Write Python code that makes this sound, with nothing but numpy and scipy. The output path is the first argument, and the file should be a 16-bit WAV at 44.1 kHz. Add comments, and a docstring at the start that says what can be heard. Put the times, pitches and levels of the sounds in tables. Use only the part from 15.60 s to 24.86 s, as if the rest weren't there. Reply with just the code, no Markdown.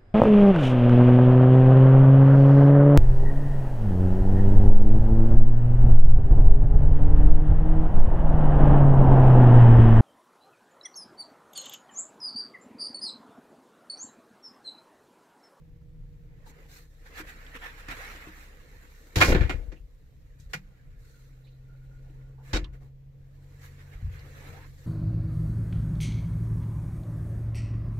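"""First a low rumble of hull and water, faint air and distant motor hum inside a small boat cabin.
Close by, someone moves about: cloth rustles, a cushion is handled and dropped, a latch clicks, a door shuts.
Cloth, air and rumble are shaped noise; knocks and ticks are noise bursts through resonances.
Blows ring the hull panels as decaying sines, motors are wavering sines, hinge and scrape are narrow noise.
Two microphone ports hear most of it from one side."""
import sys
import numpy as np
from scipy import signal
from scipy.fft import rfft, irfft, next_fast_len
from scipy.io import wavfile
from scipy.ndimage import uniform_filter1d

SR = 44100
rng = np.random.default_rng(int(sys.argv[2]) if len(sys.argv) > 2 else 0)


def store_pcm(level_fs):
    """Save levels as 16-bit WAV."""
    pcm = np.round(np.clip(level_fs, -1, 1) * 32767).astype(np.int16)
    wavfile.write(sys.argv[1], SR, np.atleast_2d(pcm).T)


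N = 408366
FFT_N = next_fast_len(N)
T, HZ = np.arange(N) / SR, np.fft.rfftfreq(FFT_N, 1 / SR)

# Rumble of water and hull around the cabin. Each row: time in seconds, level in dB.
RUMBLE_LEVEL = [(0, -51.5), (.3, -50), (1, -54.5), (2.2, -54), (3.4, -56), (4.5, -55.5), (5.5, -56),
                (6.6, -53), (7.8, -56.5), (9.26, -51.5)]
# Colour of the rumble. Each row: frequency in Hz, density in dB per Hz.
RUMBLE_COLOUR = [(8.8, -40.5), (15, 3.5), (43, 7), (57, -1.5), (97, -3), (145, -2), (189, -21.5),
                 (300, -25), (390, -55.5), (660, -120)]
# Colour of the cabin air. Each row: frequency in Hz, density in dB per Hz.
AIR_COLOUR = [(120, -33), (200, -2.5), (305, 2.5), (394, -12.5), (465, 1), (836, -24), (1160, -25),
              (1980, -14.5), (3130, -21), (7540, -27), (8900, -37.5), (14100, -23), (16000, -41)]
AIR_DB = -72.5

# Motor heard far off, the stronger one. Each row: time in seconds, pitch in Hz, level in dB.
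NEAR_MOTOR = [(4.4, 127.4, -58), (5.3, 131.1, -59), (6, 131.4, -48), (6.7, 132.5, -46), (7.6, 135.9, -49.5),
              (8.4, 139, -49.5), (9.26, 136.5, -51.5)]
# Motor further off, heard early. Each row: time in seconds, pitch in Hz, level in dB.
FAR_MOTOR = [(0, 159.6, -62.5), (.6, 158.5, -62.5), (1.4, 153, -70), (2.4, 163.8, -74), (3.5, 170, -81)]
# Drone joining late. Each row: time in seconds, pitch in Hz (sounded at 0.99 of it), level in dB.
LATE_DRONE = [(7.4, 92, -67.5), (8, 91, -53), (8.6, 88.65, -52.5), (9.26, 91.6, -54)]
# Deep throb through the hull. Each row: time in seconds, pitch in Hz, level in dB.
THROB = [(0, 32.18, -58), (2, 31.5, -47), (4.5, 31.5, -52.5), (6.5, 32.1, -52), (9.26, 31, -53)]
# Partials of the stronger motor. Each row: multiple of the pitch, level in dB added to the curve.
NEAR_ORDERS = [(1, -2)]
# Partials of the further motor. Each row: multiple of the pitch, level in dB added to the curve.
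FAR_ORDERS = [(1, 3), (2, -15.5), (3, -10)]

# Steady rustle of moving about, close by. Each row: time in seconds, body level in dB,
# crisp treble in dB re body, dull lows in dB re body.
RUSTLE = [(0, -82.5, -6, 7), (.5, -82.5, -2, 2), (.72, -74.5, -8.5, 5), (1.0, -62.5, -9, 0),
          (1.3, -78, 2.5, 2.5), (1.55, -55.5, -10.5, -5), (2.25, -53, -11.5, -8.5), (2.93, -61, -8, -1.5),
          (3.47, -64, -1.5, -1.5), (3.99, -60, -10, 8), (4.22, -79, -0.5, 5.5), (5.2, -72, -8, -1),
          (6.0, -77.5, -3, 6), (6.6, -72.5, -5.5, 8), (7.33, -92.5, -5.5, 16), (7.96, -67.5, -3, -0.5),
          (8.5, -63, -8, -2.5), (8.89, -54.5, -6.5, -0.5), (9.05, -60, -7, -2.5), (9.12, -70.5, 1.5, 0),
          (9.26, -65, -0.5, -0.5)]
# Single strokes of cloth or skin. Each row: start in seconds, length in seconds, peak position as a
# share of the length, peak level in dB, crisp treble in dB re peak, dull lows in dB re peak.
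STROKES = [(0.845, 0.093, 0.45, -62.5, 2, -8), (1.071, 0.23, 0.35, -59.5, 1.5, -4.5),
           (1.413, 0.091, 0.67, -58.5, -8.5, -9), (1.521, 0.12, 0.6, -41, -9, -18),
           (1.646, 0.095, 0.52, -49.5, -7.5, -16), (1.915, 0.076, 0.61, -43.5, -14, -9),
           (2.015, 0.13, 0.24, -42.5, -16, -12), (2.15, 0.074, 0.64, -52, -8, -32),
           (2.287, 0.063, 0.47, -37, -14, -11), (2.315, 0.64, 0.15, -45, -11, -15),
           (2.646, 0.064, 0.5, -55, -10, -16), (2.702, 0.25, 0.44, -57, -3.5, -25),
           (4.785, 0.16, 0.16, -74.5, 6, -7), (4.892, 0.23, 0.12, -68, -0.5, -2.5),
           (5.377, 0.67, 0.19, -71.5, 2, -5.5), (6.786, 0.26, 0.51, -57, -6, -5),
           (7.124, 0.081, 0.21, -63, -9.5, 1.5), (7.198, 0.14, 0.26, -72, -3.5, 11),
           (7.994, 0.13, 0.42, -57.5, -2.5, -10), (8.165, 0.1, 0.38, -59, -12, -6),
           (8.297, .1, 0.43, -58, -10.5, -7), (8.516, 0.28, 0, -60, -8, -9)]
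# Body of the rubbed cloth. Each row: frequency in Hz, density in dB per Hz.
CLOTH_BODY = [(410, -38), (700, -9), (922, -9), (1620, -0.5), (1790, 1), (2170, -3), (3090, -11.5),
              (3800, -17), (4960, -24), (5500, -20.5), (7150, -51.5)]
# Crisp treble of the cloth. Each row: frequency in Hz, density in dB per Hz.
CLOTH_TREBLE = [(2350, -29), (4000, -5.5), (4960, -12.5), (7060, -9.5), (9770, -19), (12400, -12),
                (15100, -16.5), (16000, -28)]
# Dull lows of the cloth. Each row: frequency in Hz, density in dB per Hz.
CLOTH_LOWS = [(120, -36), (200, 0.5), (307, 3), (377, -3.5), (471, 7.5), (644, -7.5), (845, -9.5),
              (1100, -14), (1430, -39), (2420, -120)]

# Light ticks of small hard parts. Each row: start in seconds, level in dB, ring in Hz,
# rise in seconds, t60 in seconds.
TICKS = [(.855, -52, 840, 0.007, 0.16), (1.865, -45, 2900, .0005, .03), (4.161, -55.5, 2690, .008, 0.1),
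         (4.799, -59.5, 6100, .0004, 0.11), (5.839, -64.5, 3890, .01, 0.24),
         (5.868, -64, 2650, 0.0025, 0.12), (5.87, -65.5, 4140, 0.0091, 0.17),
         (5.914, -67, 3930, .012, 0.19), (6.497, -67, 2490, 0.00095, 0.046), (6.778, -59, 835, .002, 0.27),
         (7.043, -43, 3170, .0002, 0.053), (7.044, -55, 1025, .001, 0.15),
         (8.538, -52.5, 2440, .0005, 0.04), (8.592, -58, 4550, .0005, 0.055)]
SHARPNESS, CHATTER_S = 2.1, 0.0061  # ring Hz per Hz of width; a rise this slow halves the width

# Blows into the hull. Each row: start in seconds, peak in dB, pitch in Hz of the panel struck,
# left minus right in dB, damping as a factor on the ring time.
THUMPS = [(1.601, -37, 330, 3, 0.64), (2.285, -41, 40, -1, 0.99), (2.549, -48, 304, 3, 0.99),
          (2.671, -39.5, 263, 2, 0.68), (3.568, -12.5, 81.5, 2.5, 1.94), (3.609, -23, 66.5, 2, 5.6),
          (3.684, -14.5, 46.8, 1, 3.7), (3.719, -7.5, 49, 2.5, 0.69), (3.723, -21, 480, -1, 0.34),
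          (3.767, -11, 56, 5.5, 1.8), (3.812, -13.5, 71.7, 14, 1.47), (3.853, -24, 53.2, -6, 0.48),
          (3.945, -21.5, 56, 10, 1.5), (3.998, -31, 40.7, 12, 1.3), (4.083, -30, 45.1, 12, 0.98),
          (4.128, -46, 311, 2, 0.49), (4.203, -38, 45, 6, 1.44), (4.798, -42.5, 88.5, 3, 2.7),
          (4.861, -38, 47.2, 0.5, 1.5), (4.949, -36, 138, 1.5, 1.3), (6.501, -52.5, 398.6, -1, 0.34),
          (6.931, -25, 106, 3, 1.2), (6.94, -19, 46.7, 2.5, 1.46), (6.946, -36, 330, 2, 1.6),
          (7.029, -26.5, 54.9, 2, 0.83), (7.089, -33, 50.5, 3, 1.8), (8.352, -34, 37.05, 0, 0.83),
          (8.426, -26.5, 78.5, 2.5, 5.9), (8.444, -28, 58.3, -2, 1.8), (8.477, -38, 64.6, 2, 1.1),
          (8.642, -54, 470, 0, 0.77), (8.891, -39.5, 101, 4.5, 2.3)]
# Hull panels. Each row: pitch in Hz, level in dB, t60 in seconds.
HULL_PANELS = [(32.4, -10, .3), (43.9, 2, 0.17), (60, 3.5, 0.047), (64.6, -7, 0.17), (90.1, 5.5, 0.066),
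               (112.5, -1.5, 0.12), (150.5, 5.5, 0.13), (189, -6, 0.45), (250, -0.5, 0.0651),
               (310.3, -1, 0.22), (352, -5.5, 0.17), (500, -21, 0.085)]

# Hard contacts close by. Each row: start in seconds, body level in dB, treble in dB re body,
# top treble in dB re body, lows in dB re body, pitch in Hz of the spot struck, rise in seconds,
# rattle before the fall in seconds, t60 in seconds of the body.
KNOCKS = [(2.284, -46.5, -9.5, -17, -2.5, 1890, .001, 0.006, 0.12),
          (2.311, -54, -9.5, -29, -13, 1500, .0005, 0.002, 0.045),
          (3.557, -33, -4.5, -11, 1, 3370, 0.0017, 0.022, 0.45),
          (3.604, -26, -6.5, -16, -10, 1090, 0.007, 0.021, 0.16),
          (3.612, -17.5, -20, -28, -4, 2350, 0.003, 0.0055, 0.091),
          (3.644, -40, -2.5, -8.5, 2, 1880, 0.0035, 0.022, 0.21),
          (3.679, -39.5, -2.5, -9, 13.5, 2260, 0.0068, 0.03, 0.11),
          (3.72, -33.5, -31, -37, 7.5, 1640, .001, .008, 0.087),
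          (3.746, -34.5, -23, -41, 8.5, 1495, 0.0011, 0.0073, 0.23),
          (3.807, -44.5, -16, -28, 1, 2010, 0.0015, 0.011, 0.32),
          (3.894, -37.5, -12.5, -24, 2, 2130, 0.0016, 0.017, 0.11),
          (4.117, -59, -7.5, -34, 9.5, 2000, 0.004, 0.0083, 0.14),
          (4.933, -36, -7.5, -14.5, -11, 2200, 0.0024, 0.0087, 0.1),
          (6.931, -34, -6, -25, -2.5, 4030, 0.0023, 0.041, 0.067),
          (6.949, -51.5, -13, -28, 9, 1900, 0.0052, 0.018, 0.29)]
# Body of a knock. Each row: frequency in Hz, density in dB per Hz.
KNOCK_BODY = [(450, -34.5), (700, -5), (1050, -7), (1500, -1.5), (2400, -4), (3000, -9.5), (4300, -12),
              (5000, -28), (6500, -50.5)]
# Treble of a knock. Each row: frequency in Hz, density in dB per Hz.
KNOCK_TREBLE = [(2530, -29.5), (4300, -1.5), (4970, 1), (7420, -3), (8600, -14.5), (11200, -40.5)]
# Top treble of a knock. Each row: frequency in Hz, density in dB per Hz.
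KNOCK_TOP = [(7500, -33), (9000, -1.5), (12500, 2), (15000, -0.5), (16500, -6.5)]
# Panels under a knock. Each row: frequency in Hz, density in dB per Hz.
KNOCK_LOWS = [(76, -28.5), (130, 2.5), (247, -2), (467, -5), (716, -10.5), (1100, -18), (1430, -43.5),
              (2420, -120)]
# Hard panels and fittings that ring after a contact. Each row: pitch in Hz, level in dB.
FITTINGS = [(1060, 4.5), (1460, 0), (1750, -0.5), (1935, -1.5), (2140, 0), (2410, 0), (2780, 0.5),
            (3250, -1.5), (3820, 4), (4400, 2.5)]
RING_DB, RING_WIDTH_HZ, RING_REACH_DB = 8, 60, 40.5  # level, width, and fall one octave from the spot struck
THUD_RISE_S, PANEL_DB, PANEL_WIDTH_HZ = .003, 3, 25  # the thud builds up and rings the upper hull panels

# Fluttering squeak of the hinge. Each row: time in seconds, level in dB.
SQUEAK_LEVEL = [(5.05, -80.5), (5.35, -84.5), (5.55, -77), (5.9, -91), (6.1, -71.5), (6.26, -77.5),
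                (6.35, -69), (6.49, -76), (6.56, -86), (6.66, -75), (6.8, -81.5), (7.3, -83)]
# Hollow gliding scrape. Each row: time in seconds, pitch in Hz, level in dB.
SCRAPE = [(8.78, 900, -68), (8.86, 892, -65), (8.93, 640, -59.5), (9.0, 910, -60), (9.06, 1060, -65),
          (9.09, 1150, -84.5)]

# Likeness of the two microphone ports. Each row: frequency in Hz, likeness from 0 to 1.
PORT_LIKENESS = [(30, 1), (300, 0.98), (700, 0.68), (2000, 0.18), (15000, 0.18)]
# Tilt of the close sounds between the ports. Each row: frequency in Hz, left minus right in dB.
PORT_TILT = [(300, 0.5), (600, 2), (1200, -3), (2400, -3.5), (4500, -2.5), (9000, 4.5), (15000, -1)]
EDGE_HZ = 15800  # upper band limit of the recorder


def gain_of(db):
    """dB to gain."""
    return 10 ** (np.asarray(db) / 20)


def evened(x):
    """Scales to rms 1."""
    return x / np.sqrt(np.mean(x ** 2) + 1e-20)


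def read(points, hz):
    """Reads a spectrum on a log-frequency axis."""
    f, value = np.transpose(points)
    return np.interp(np.log(hz + 1), np.log(f + 1), value)


def columns(rows):
    """Curve columns at every sample."""
    s, *values = np.transpose(rows)
    return [np.interp(T, s, v) for v in values]


def during(rows):
    """True between the first and last times of a curve."""
    return (T > rows[0][0]) * (T < rows[-1][0])


def drift(hz):
    """Chance wandering of rms 1: noise through a one-pole low-pass at hz."""
    pole = np.exp(-2 * np.pi * hz / SR)
    settled = signal.lfilter([1], [1, -pole], rng.standard_normal(N + SR))[SR:]
    return evened(settled)


def ports(colour, lag_s, grain=1., alike=0.85):
    """Coloured noise at both ports: partly alike, the right one late above the bass."""
    a, b = rfft(rng.standard_normal((2, N)) * grain, FFT_N)
    same = np.clip(alike * read(PORT_LIKENESS, HZ), 0, 1)
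    late = np.exp(-2j * np.pi * lag_s * HZ ** 4 / (HZ ** 3 + 1360.0 ** 3))
    right = same * a * late + np.sqrt(1 - same ** 2) * b
    pair = np.array([a, right]) * gain_of(read(colour, HZ))
    return evened(irfft(pair, FFT_N)[:, :N])


def ring(x, hz, width_hz):
    """A two-pole resonance of gain about 1 at its pitch."""
    r = np.exp(-np.pi * width_hz / SR)
    poles = [1, -2 * r * np.cos(2 * np.pi * hz / SR), r * r]
    return signal.lfilter([(1 - r * r) / 2, 0, (r * r - 1) / 2], poles, x)


def patchy(x, patchy_db):
    """Patches of pitch come and go, as the touched spot shifts."""
    z = signal.stft(x, nperseg=512)[2]
    chance = rng.standard_normal(z.shape[1:])
    over_pitch = uniform_filter1d(chance, size=2, axis=0)
    patches = evened(uniform_filter1d(over_pitch, size=6, axis=1))
    return signal.istft(z * gain_of(patchy_db * patches), nperseg=512)[1][:, :N]


def floor():
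    """Low rumble of hull and water, and the steady air of the cabin, both as shaped noise."""
    rumble = gain_of(columns(RUMBLE_LEVEL)[0] + 2.5 * drift(1.0)) * ports(RUMBLE_COLOUR, 0)
    air = gain_of(AIR_DB + 0.7 * drift(3.6)) * ports(AIR_COLOUR, 0.00046, alike=0.13)
    return rumble + air


def tone(rows, orders, waver_db, wander_hz):
    """Multiples of a slow pitch curve, wavering in level; silent outside the curve."""
    hz, db = columns(rows)
    turns = np.cumsum(hz + wander_hz * drift(5.1)) / SR
    # 0.2 s fades, except at the very start and end of the scene
    since_start = T - rows[0][0] + (rows[0][0] < .1)
    until_end = rows[-1][0] - T + (rows[-1][0] > 9)
    on = np.clip(np.minimum(since_start, until_end) / .2, 0, 1)
    total = np.zeros(N)
    for multiple, order_db in orders:
        level = np.sqrt(2) * gain_of(db + order_db + waver_db * drift(24.0))
        total += level * np.sin(2 * np.pi * (multiple * turns + rng.random()))
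    return on * total


def motors():
    """Distant motor tones carried by the hull, alike at both ports."""
    hum = tone(NEAR_MOTOR, NEAR_ORDERS, 0.84, 0.21)
    hum += tone(FAR_MOTOR, FAR_ORDERS, 2.95, 0.36)
    hum += tone(LATE_DRONE, [(0.99, 0)], 2.73, 1.0)
    hum += tone(THROB, [(1, -2.5), (2, -9.5)], 0.81, 0.68)
    return np.array([hum, hum])


def strokes():
    """Levels of body, treble and lows: the steady rustle plus one arch of power for each stroke."""
    rub_db, crisp_db, dull_db = columns(RUSTLE)
    power = gain_of(rub_db + np.array([0 * T, crisp_db, dull_db])) ** 2
    for s, length, peak, db, crisp_db, dull_db in STROKES:
        skew = np.log(.5) / np.log(np.clip(peak, .1, .9))  # puts the top of the arch at the peak
        share = np.arange(0, length, 1 / SR) / length
        arch = np.sin(np.pi * share ** skew) ** 2
        levels = gain_of(db + np.array([[0], [crisp_db], [dull_db]]))
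        at = round(s * SR)
        power[:, at:at + len(arch)] += (levels * arch) ** 2
    return np.sqrt(power)


def rubbing():
    """Fibres slip in clumps of tiny snaps; one stroke drives body, treble and lows."""
    snap_here = rng.random(N) < 400 / SR  # about 400 snaps a second
    snap_db = 3.5 * np.minimum(rng.exponential(1, N), 4)
    snaps = 1 + 1.2 * snap_here * gain_of(snap_db)
    colours = (CLOTH_BODY, CLOTH_TREBLE, CLOTH_LOWS)
    cloth = sum(level * ports(colour, 0.00053, snaps) for level, colour in zip(strokes(), colours))
    return gain_of(0.87 * drift(23.0)) * patchy(cloth, 2.9)


def ticks():
    """A small part clicks or chatters, heard through its own pitch: noise in two equal resonances."""
    out, t = np.zeros((2, N)), T[:SR // 4]
    for s, db, ring_hz, rise_s, t60 in TICKS:
        a, b = rng.standard_normal((2, len(t)))
        pair = np.array([a, 0.61 * a + 1.0 * b])
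        width_hz = ring_hz / SHARPNESS / (1 + rise_s / CHATTER_S)
        tick = evened(ring(ring(pair, ring_hz, width_hz), ring_hz, width_hz))
        envelope = gain_of(db - 60 * t / t60) * (1 - np.exp(-t / rise_s))
        out[:, round(s * SR):][:, :len(t)] += envelope * tick
    return out


def thumps():
    """A blow rings the hull panels tuned near the spot it lands on; it builds up over about half a cycle."""
    out, t = np.zeros((2, N + SR)), T[:SR // 2]
    hz, mode_db, t60 = np.transpose(HULL_PANELS)[..., None]
    for s, db, spot_hz, pan_db, damping in THUMPS:
        near_db = mode_db - 20.0 * np.log2(hz / spot_hz) ** 2
        modes = gain_of(near_db - 60 * t / (t60 * damping)) * np.sin(2 * np.pi * hz * t)
        swing = modes.sum(0) * (1 - np.exp(-t * spot_hz / 0.54))
        port_gain = gain_of(db + np.array([[.5], [-.5]]) * pan_db)
        at = round(s * SR)
        out[:, at:at + len(t)] += port_gain * swing / abs(swing).max()
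    return out[:, :N]


def knocks():
    """Each contact starts with a tick, rattles unevenly, rings the fittings tuned near its spot, then dies."""
    rattle = gain_of(1.8 * drift(480.0))
    colours = (KNOCK_BODY, KNOCK_TREBLE, KNOCK_TOP)
    body, treble, top = (rattle * patchy(ports(colour, .00045), 1.5) for colour in colours)
    lows = ports(KNOCK_LOWS, 0.0011)
    out, t = np.zeros((2, N)), T[:SR // 2]
    for s, db, treble_db, top_db, lows_db, ring_hz, rise_s, rattle_s, t60 in KNOCKS:
        now = slice(round(s * SR), round(s * SR) + len(t))
        tick = 1 + 2.0 * np.exp(-t / .004)
        up = gain_of(db) * (1 - np.exp(-t / rise_s)) * tick
        fall_db = -60 * np.maximum(t - rattle_s, 0) / t60
        hard = up * gain_of(fall_db) * body[:, now]
        out[:, now] += hard
        for hz, mode_db in FITTINGS:
            near_db = RING_DB + mode_db - RING_REACH_DB * np.log2(hz / ring_hz) ** 2
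            out[:, now] += gain_of(near_db) * ring(hard, hz, RING_WIDTH_HZ)
        high = gain_of(treble_db) * treble[:, now] + gain_of(top_db) * top[:, now]
        out[:, now] += up * gain_of(0.99 * fall_db) * high
        thud_rise = 1 - np.exp(-t / THUD_RISE_S)
        thud = up * thud_rise * gain_of(lows_db + 0.97 * fall_db) * lows[:, now]
        panels = sum(ring(thud, hz, PANEL_WIDTH_HZ) for hz, _, _ in HULL_PANELS[-3:])
        out[:, now] += 0.91 * thud + gain_of(PANEL_DB) * panels
    return out


def hinge():
    """Noise in a narrow pair of resonances, fluttering as the door swings."""
    noise = ports([(20, 0.001), (20000, 0)], 0.0001)
    squeak = evened(ring(ring(noise, 1422, 90), 1440, 90))
    level = gain_of(columns(SQUEAK_LEVEL)[0] + 4.5 * drift(14.))
    return squeak * level * during(SQUEAK_LEVEL)


def scrape():
    """Noise in one resonance that follows the gliding pitch."""
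    hz, db = columns(SCRAPE)
    turn = np.exp(2j * np.pi * np.cumsum(hz) / SR)
    r = np.exp(-np.pi * 220. / SR)
    noise = ports([(20, 0), (20000, 0)], .0003)
    # shift the pitch down to zero, low-pass twice, shift back up
    smoothed = signal.lfilter([1], np.convolve([1, -r], [1, -r]), noise / turn)
    band = (turn * smoothed).real
    return gain_of(db) * evened(band) * during(SCRAPE)


def scene():
    """All sources at the two ports; the close handling sounds are tilted between them."""
    tilt = gain_of(np.array([[.5], [-.5]]) * read(PORT_TILT, HZ))
    near = rfft(rubbing() + ticks() + knocks() + scrape(), FFT_N)
    handling = irfft(near * tilt, FFT_N)[:, :N]
    return floor() + motors() + handling + thumps() + hinge()


def record(dry):
    """The loudest peaks overload softly; then the band limit of the recorder."""
    soft = .95 * np.tanh(dry / .95)
    low_pass = signal.firwin(511, EDGE_HZ, window=("kaiser", 9), fs=SR)
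    return signal.oaconvolve(soft, low_pass[None], "same")


dry = scene()
out = record(dry)
store_pcm(out)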